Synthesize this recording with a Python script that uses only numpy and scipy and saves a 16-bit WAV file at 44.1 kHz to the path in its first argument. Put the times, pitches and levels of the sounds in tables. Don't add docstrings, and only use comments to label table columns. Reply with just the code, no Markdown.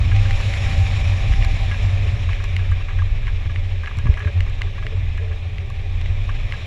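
import sys
import numpy as np
from scipy import signal
from scipy.fft import rfft, irfft, next_fast_len
from scipy.io import wavfile
from scipy.ndimage import uniform_filter1d, map_coordinates

SR = 44100
rng = np.random.default_rng(int(sys.argv[2]) if len(sys.argv) > 2 else 0)


def generate_wav(signal):
    frames = np.transpose(np.atleast_2d(signal))
    scaled = np.clip(frames, -1, 1) * 32767
    pcm = np.round(scaled).astype(np.int16)
    wavfile.write(sys.argv[1], SR, pcm)


N = 293706


def amp(db):
    return 10 ** (np.asarray(db) / 20)


def unit(x):
    return x / np.sqrt(np.mean(x ** 2) + 1e-20)


def along(points, hz):
    point_hz, values = np.transpose(points)
    return np.interp(np.log(hz + 1), np.log(point_hz + 1), values)


def curves(rows):
    times_s, *columns = np.transpose(rows)
    t = np.arange(N) / SR
    return [np.interp(t, times_s, column) for column in columns]


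def wobble(rate_hz):
    knots = rng.standard_normal(int(N * rate_hz / SR) + 4)
    return map_coordinates(knots, [np.arange(N) * rate_hz / SR])


def filtered(x, response):
    size = next_fast_len(N + SR // 2)
    spectrum = rfft(x, size) * response(np.fft.rfftfreq(size, 1 / SR))
    return irfft(spectrum, size)[..., :N]


def bell(hz, centre_hz, width_hz):
    return 1 / (1 + (2 * (hz - centre_hz) / width_hz) ** 2)


def resonance(centre_hz, width_hz):
    return unit(filtered(rng.standard_normal(N), lambda hz: bell(hz, centre_hz, width_hz)))


def swinging(hz, drift_hz, rate_hz, rough_db):
    size = amp(rough_db * wobble(rate_hz))
    cycles = np.cumsum(hz + drift_hz * wobble(rate_hz)) / SR
    return unit(size * np.sin(2 * np.pi * cycles))


def struck(times_s, modes, levels_db, attack_s, spread_db=0.6):
    out, t = np.zeros(N + SR), np.arange(SR // 8) / SR
    hz, db, t60_s = np.transpose(modes)[..., None]
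    chance = rng.standard_normal((len(times_s), 2, len(modes), 1))
    for s, level_db, (strength, pitch) in zip(times_s, levels_db, chance):
        start_db = db + np.reshape(level_db, (-1, 1)) + spread_db * strength
        decay = amp(start_db - 60 * t / t60_s)
        ring = decay * np.sin(2 * np.pi * hz * (1 + 0.01 * pitch) * t)
        out[round(s * SR):][:len(t)] += ring.sum(axis=0) * (1 - np.exp(-t / attack_s))
    return out[:N]


# (time [s], hiss level [dB], buffet level [dB])
AIRFLOW = [(0.0, -36, -17), (0.43, -32.5, -22.5), (0.82, -33, -19.5), (2.22, -37, -23.5),
           (2.52, -38.5, -25.5), (2.97, -41, -28), (4.71, -41, -30), (5.01, -42, -27.5), (5.64, -43, -28.5),
           (6.66, -38.5, -28.5)]
# (time [s], level [dB])
SWAY_LEVEL = [(0.0,-26.5), (0.36,-14), (0.52,-32), (1.02,-19.5), (1.15,-29), (1.3,-18), (2.3,-26),
              (3.2,-18), (3.45,-25.5), (3.65,-20.5), (3.95,-32.5), (4.1,-15.5), (4.32,-48), (4.4,-21.5),
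              (5.25,-27.5), (5.5,-31.5), (6.1,-19.5), (6.45,-23), (6.55,-34)]
# (time [s], level [dB])
DRUM_LEVEL = [(0.0, -27), (0.1, -17.5), (0.3, -18), (0.37, -32), (0.43, -26), (0.48, -10), (0.53, -27.5),
              (0.62, -15.5), (0.78, -13), (0.95, -20), (1.02, -28), (1.07, -16), (1.3, -23), (1.62, -25.5),
              (1.7, -20), (1.93, -17.5), (2.03, -29), (2.13, -15.5), (2.19, -24), (2.28, -19), (2.35, -32),
              (2.74, -17), (2.82, -30.5), (3.02, -19), (3.24, -31.5), (3.64, -25), (4.3, -33), (4.36, -17),
              (4.6, -33), (4.67, -17.5), (4.73, -34), (5.15, -23), (5.5, -29.5), (6.25, -25.5),
              (6.66, -30.5)]
# (frequency [Hz], relative density [dB per Hz])
BUFFET_SPECTRUM = [(14, -7), (25, -3.5), (60, -1.5), (105, 0), (135, -14.5), (180, -21.5), (300, -31.5),
                   (600, -68.5), (1500, -120)]
SWAY_HZ, DRUM_HZ = 26.94, 91.55


def mount():
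    hiss_db, buffet_db = curves(AIRFLOW)
    faster_db = hiss_db - hiss_db.mean()
    sway = swinging(SWAY_HZ + 0.72 * faster_db, 2.45, rate_hz=7.9, rough_db=0.0)
    sway = unit(sway + amp(-3.5) * resonance(44.5, 25))
    drum = swinging(DRUM_HZ + 0.9 * faster_db, 3.5, rate_hz=18, rough_db=2.5)
    drum = unit(drum + amp(-9.5) * resonance(79.3, 35))
    buffet = unit(filtered(rng.standard_normal(N), lambda hz: amp(along(BUFFET_SPECTRUM, hz))))
    sway_db = curves(SWAY_LEVEL)[0] + 0.99 * wobble(5)
    drum_db = curves(DRUM_LEVEL)[0] + 1.0 * wobble(6.6)
    buffet_db = buffet_db + 1.7 * wobble(6)
    return amp(sway_db) * sway + amp(drum_db) * drum + amp(buffet_db) * buffet


# (frequency [Hz], relative density [dB per Hz])
CRACK_SPECTRUM = [(700, -20.5), (1150, -1.5), (1450, -8.5), (1800, -1.5), (3000, -10), (4300, -40),
                  (6000, -27), (16000, -66.5)]


def cracks(times_s, levels_db, t60_s):
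    starts = np.zeros(N)
    starts[np.round(times_s * SR).astype(int)] = amp(levels_db)
    envelope = signal.lfilter([1], [1, -amp(-60 / (t60_s * SR))], starts)
    return filtered(envelope * rng.standard_normal(N), lambda hz: amp(along(CRACK_SPECTRUM, hz)))


# (time [s], level [dB], treble re level [dB])
SNAP_EVENTS = [(0.164, -18, -30), (0.309, -17, -23), (0.5385, -15, -35), (0.7136, -23.5, -25),
               (0.9127, -23.5, -30), (1.337, -19.5, -38), (1.425, -18, -33), (2.332, -19.5, -29),
               (2.5652, -13, -26), (3.27, -22.5, -28), (3.56, -20, -51), (3.86, -20, -39),
               (4.1405, -21.5, -28), (4.4059, -17, -24.5), (4.6182, -12.5, -28), (4.867, -18, -31),
               (5.583, -21.5, -34), (6.0136, -27, -21), (6.0596, -22.5, -40), (6.523, -16.5, -32.5)]
# (frequency [Hz], relative level [dB], t60 [s])
SNAP_MODES = [(1880, -17.5, 0.014), (2160, 3, 0.008), (2765, 1.5, 0.0068), (3930, -8, 0.0054),
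              (2040, -15.5, 0.041)]
SNAP_CRACK_DB = 2
BOUNCE_S, BOUNCE_DB = 0.0032, -17


def snaps():
    s, db, treble_db = np.transpose(SNAP_EVENTS)
    attack_s = 0.0004
    out = struck(s, SNAP_MODES, db, attack_s)
    out += struck(s, TICK_MODES, db + treble_db, attack_s=0.0002)
    out += cracks(s, db + SNAP_CRACK_DB, t60_s=0.012)
    flights_s = np.cumsum(BOUNCE_S * rng.uniform(0.8, 1.3, (len(s), 2)), axis=1).T
    for k, late_s in enumerate(flights_s):
        out += struck(s + late_s, SNAP_MODES, db + BOUNCE_DB - 5 * k, 2 * attack_s, spread_db=3)
    return out


# (time [s], level [dB], upper modes re level [dB])
RATTLE_EVENTS = [(0.115, -29, 0), (0.253, -36, 7), (0.403, -38, 11), (0.6606, -30.5, -1), (0.711, -29, -16),
                 (1.3214, -34.5, 2), (1.4473, -20.5, -11.5), (1.7132, -26.5, 1.5), (1.741, -29, -2),
                 (2.289, -25, -3.5), (2.401, -35, 1), (2.44, -26, -9.5), (2.589, -31, -4),
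                 (2.7163, -24, -9), (2.805, -40, 4.5), (2.8855, -36, 4), (2.907, -33, -1.5),
                 (2.9867, -31, 2.5), (3.02, -18, -20.5), (3.227, -37.5, -2.5), (3.2766, -29, 0.5),
                 (3.456, -30, -8), (3.4953, -32.5, -4), (3.8352, -27, -2.5), (3.8729, -24.5, -3.5),
                 (3.912, -26, -8.5), (3.986, -27, -7.5), (4.055, -28, -10), (4.068, -20, -12),
                 (4.172, -29.5, 0), (4.203, -42, 12), (4.22, -41, 8), (4.2473, -32, -2), (4.272, -30.5, 2),
                 (4.465, -27, -15), (4.611, -24.5, -22), (4.781, -25.5, -10), (4.8255, -30.5, -3.5),
                 (4.923, -30.5, -14), (5.1767, -32, 0), (5.312, -39.5, 4), (5.7026, -24.5, -16),
                 (6.2913, -24, -4.5), (6.5335, -29, -2.5)]
# (frequency [Hz], relative level [dB], t60 [s])
RATTLE_MODES = [(1143, 1, 0.018), (1656, 1, 0.074), (2000, -7.5, 0.017), (2780, 0, 0.015),
                (3160, -7.5, 0.025)]
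FAINT_RATTLES = 12
FAINT_DB, FAINT_UPPER_DB, FAINT_SPREAD_DB = -39, -1.5, 3
UPPER_SPREAD_DB = 1.8
RATTLE_CRACK_DB = 12.5


def rattles():
    when, size, colour = rng.uniform(-1, 1, (FAINT_RATTLES, 3)).T
    faint_s = (when + 1) / 2 * (N - SR // 20) / SR
    faint_db = FAINT_DB + FAINT_SPREAD_DB * size
    faint_upper_db = FAINT_UPPER_DB + FAINT_SPREAD_DB * colour
    faint = [faint_s, faint_db, faint_upper_db]
    s, db, upper_db = np.hstack([np.transpose(RATTLE_EVENTS), faint])
    again_s = s + BOUNCE_S * (1 + rng.random(len(s)))
    s, db, upper_db = np.hstack([[s, db, upper_db], [again_s, db - 8.5, upper_db]])
    low = struck(s, RATTLE_MODES[:1], db, attack_s=0.0013)
    upper = struck(s + 0.00103, RATTLE_MODES[1:], db + upper_db, attack_s=0.0031,
                   spread_db=UPPER_SPREAD_DB)
    return low + upper + cracks(s, db + upper_db + RATTLE_CRACK_DB, t60_s=0.048)


# (time [s], level [dB])
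TICK_EVENTS = [(0.412, -39.5), (1.4477, -37), (2.441, -38.5), (2.715, -47), (3.971, -49), (3.987, -38.5),
               (4.195, -48.5), (4.498, -48), (5.1761, -48.5), (5.701, -46)]
# (frequency [Hz], relative level [dB], t60 [s])
TICK_MODES = [(4100, 9, 0.0085), (5760, 3.5, 0.0097), (7140, 6, 0.0065), (8900, -3.5, 0.0072),
              (12000, -6, .005), (14000, -10.5, 0.005)]


def ticks():
    s, db = np.transpose(TICK_EVENTS)
    return struck(s, TICK_MODES, db, attack_s=0.00012, spread_db=3)


# (time [s], low mode [Hz], low mode level [dB], upper modes level [dB])
JOLT_EVENTS = [(3.973, 90, -11, -33), (4.039, 84, -11, -36), (4.056, 106.5, -5, -15),
               (4.0906, 76, -0.5, -25), (4.257, 83, -5.5, -21)]
# (frequency [Hz], relative level [dB], t60 [s])
JOLT_MODES = [(141, 0, 0.074), (185, 7, 0.038), (254, -7, 0.098), (401, -13, 0.08)]
JOLT_LOW_T60_S = 0.12


def jolts():
    out = np.zeros(N)
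    for s, hz, low_db, upper_db in JOLT_EVENTS:
        out += struck([s], [(hz, low_db, JOLT_LOW_T60_S)], [0], attack_s=0.003)
        out += struck([s], JOLT_MODES, [upper_db], attack_s=0.014)
    return out


def patchy(patchy_db):
    z = signal.stft(rng.standard_normal(N), nperseg=512)[2]
    field = uniform_filter1d(rng.standard_normal(z.shape), size=6, axis=0)
    field = uniform_filter1d(field, size=10, axis=1)
    return signal.istft(z * amp(patchy_db * unit(field)), nperseg=512)[1][:N]


# (frequency [Hz], relative density [dB per Hz])
HISS_SPECTRUM = [(150, 0), (320, -5.5), (700, -0.5), (900, -6), (1500, -9.5), (1750, -2.5), (3000, -9),
                 (4400, -20.5), (6200, -26), (8300, -37.5), (11500, -43.5), (14000, -46), (15500, -70.5)]
# (frequency [Hz], width [Hz], lift [dB])
PORT_PEAKS = [(1140, 290, 5), (2406, 555, 9.5), (3733, 1240, 11.5), (5485, 930, 9.5), (6660, 220, 8.5),
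              (7350, 580, 12.5), (9950, 1600, 11.5)]


def hiss():
    hiss_db = curves(AIRFLOW)[0]

    def colour(hz):
        lift_db = sum(db * bell(hz, centre, width) for centre, width, db in PORT_PEAKS)
        return amp(along(HISS_SPECTRUM, hz) + lift_db)

    air = unit(filtered(patchy(1.0), colour))
    treble = filtered(air, lambda hz: np.clip(np.log2((hz + 1) / 3500), 0, 1))
    brighter = amp(0.89 * (hiss_db - hiss_db.mean())) - 1
    level_db = hiss_db + 0.22 * wobble(14) + 0.9 * wobble(60)
    return amp(level_db) * (air + brighter * treble)


# (time [s], level before flutter and fade [dB])
WHISTLE_LEVEL = [(0.05, -59), (.17, -39.5), (.26, -50), (.3, -34), (.42, -52), (.5, -38), (.62, -57),
                 (.7, -38), (.76, -46), (.82, -38), (.93, -52), (.98, -43), (1.1, -45.5), (1.49, -38.5),
                 (1.55, -52), (1.65, -39), (1.75, -54), (1.95, -49), (2.3, -56)]
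# (time [s], frequency [Hz])
WHISTLE_PITCH = [(0.3, 786.4), (1.65, 769), (1.85, 706)]


def wire():
    (db,), (hz,) = curves(WHISTLE_LEVEL), curves(WHISTLE_PITCH)
    fade_s = 0.13
    fade = np.clip((WHISTLE_LEVEL[-1][0] + fade_s - np.arange(N) / SR) / fade_s, 0, 1)
    flutter = np.clip(0.85 + 0.3 * wobble(36), 0.3, 1.15)
    return amp(db) * fade * flutter * swinging(hz, 7, rate_hz=32, rough_db=1)


# (frequency [Hz], width [Hz], level at mean airflow [dB], gain per dB of hiss [dB])
TUBE_HUMS = [(407.6, 103, -52.5, 0), (568, 49, -53, 0.9), (776, 18, -60, -0.3)]
# (time [s], hold [s], pitch [Hz], level of the tone [dB])
TUBE_PUFFS = [(1.803, 0.021, 428.3, -43), (2.02, 0.045, 428, -43), (4.056, 0.11, 410, -46),
              (4.231, 0.067, 423, -42), (4.855, 0.023, 444.4, -39.5), (4.928, 0.021, 431, -43),
              (5.194, 0.068, 433, -43.5), (5.27, 0.096, 429, -48)]
PUFF_RISE_S, PUFF_FALL_S, PUFF_UPPER_DB = 0.011, 0.015, -3


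def tubes():
    hiss_db, t = curves(AIRFLOW)[0], np.arange(N) / SR
    starts_s, holds_s, pitches_hz, levels_db = np.transpose(TUBE_PUFFS)
    envelope = np.zeros(N)
    for s, hold_s, db in zip(starts_s, holds_s, levels_db):
        corners_s = [-PUFF_RISE_S, 0, hold_s, hold_s + PUFF_FALL_S]
        envelope += amp(db) * np.interp(t - s, corners_s, [0, 1, 1, 0])
    current = np.clip(np.searchsorted(starts_s - PUFF_RISE_S, t) - 1, 0, None)
    puff = swinging(pitches_hz[current], 20, rate_hz=40, rough_db=4.0)
    puff += 0.36 * resonance(375, 110) + amp(PUFF_UPPER_DB) * resonance(588, 90)
    out = envelope * puff
    for hz, width_hz, db, grows in TUBE_HUMS:
        level_db = db + grows * (hiss_db - hiss_db.mean()) + 1.5 * wobble(6.2)
        tone = swinging(hz, 12.03, rate_hz=30, rough_db=3.0)
        out += amp(level_db) * unit(resonance(hz, width_hz) + 0.5 * tone)
    return out


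def scene():
    fittings = snaps() + rattles() + ticks() + jolts()
    return (mount() + fittings + hiss() + wire() + tubes())[None]


# (frequency [Hz], relative density [dB per Hz])
MIC_SPECTRUM = [(3000, -25), (6000, -2), (10000, -15), (15000, -20)]
MIC_HISS_DB, BAND_LIMIT_HZ = -67.0, 15400


def record(dry):
    def colour(hz):
        return amp(along(MIC_SPECTRUM, hz) - 90 * (hz < 3000))

    own = amp(MIC_HISS_DB) * unit(filtered(rng.standard_normal(N), colour))
    return filtered(dry + own, lambda hz: hz < BAND_LIMIT_HZ)


dry = scene()
out = record(dry)
generate_wav(out)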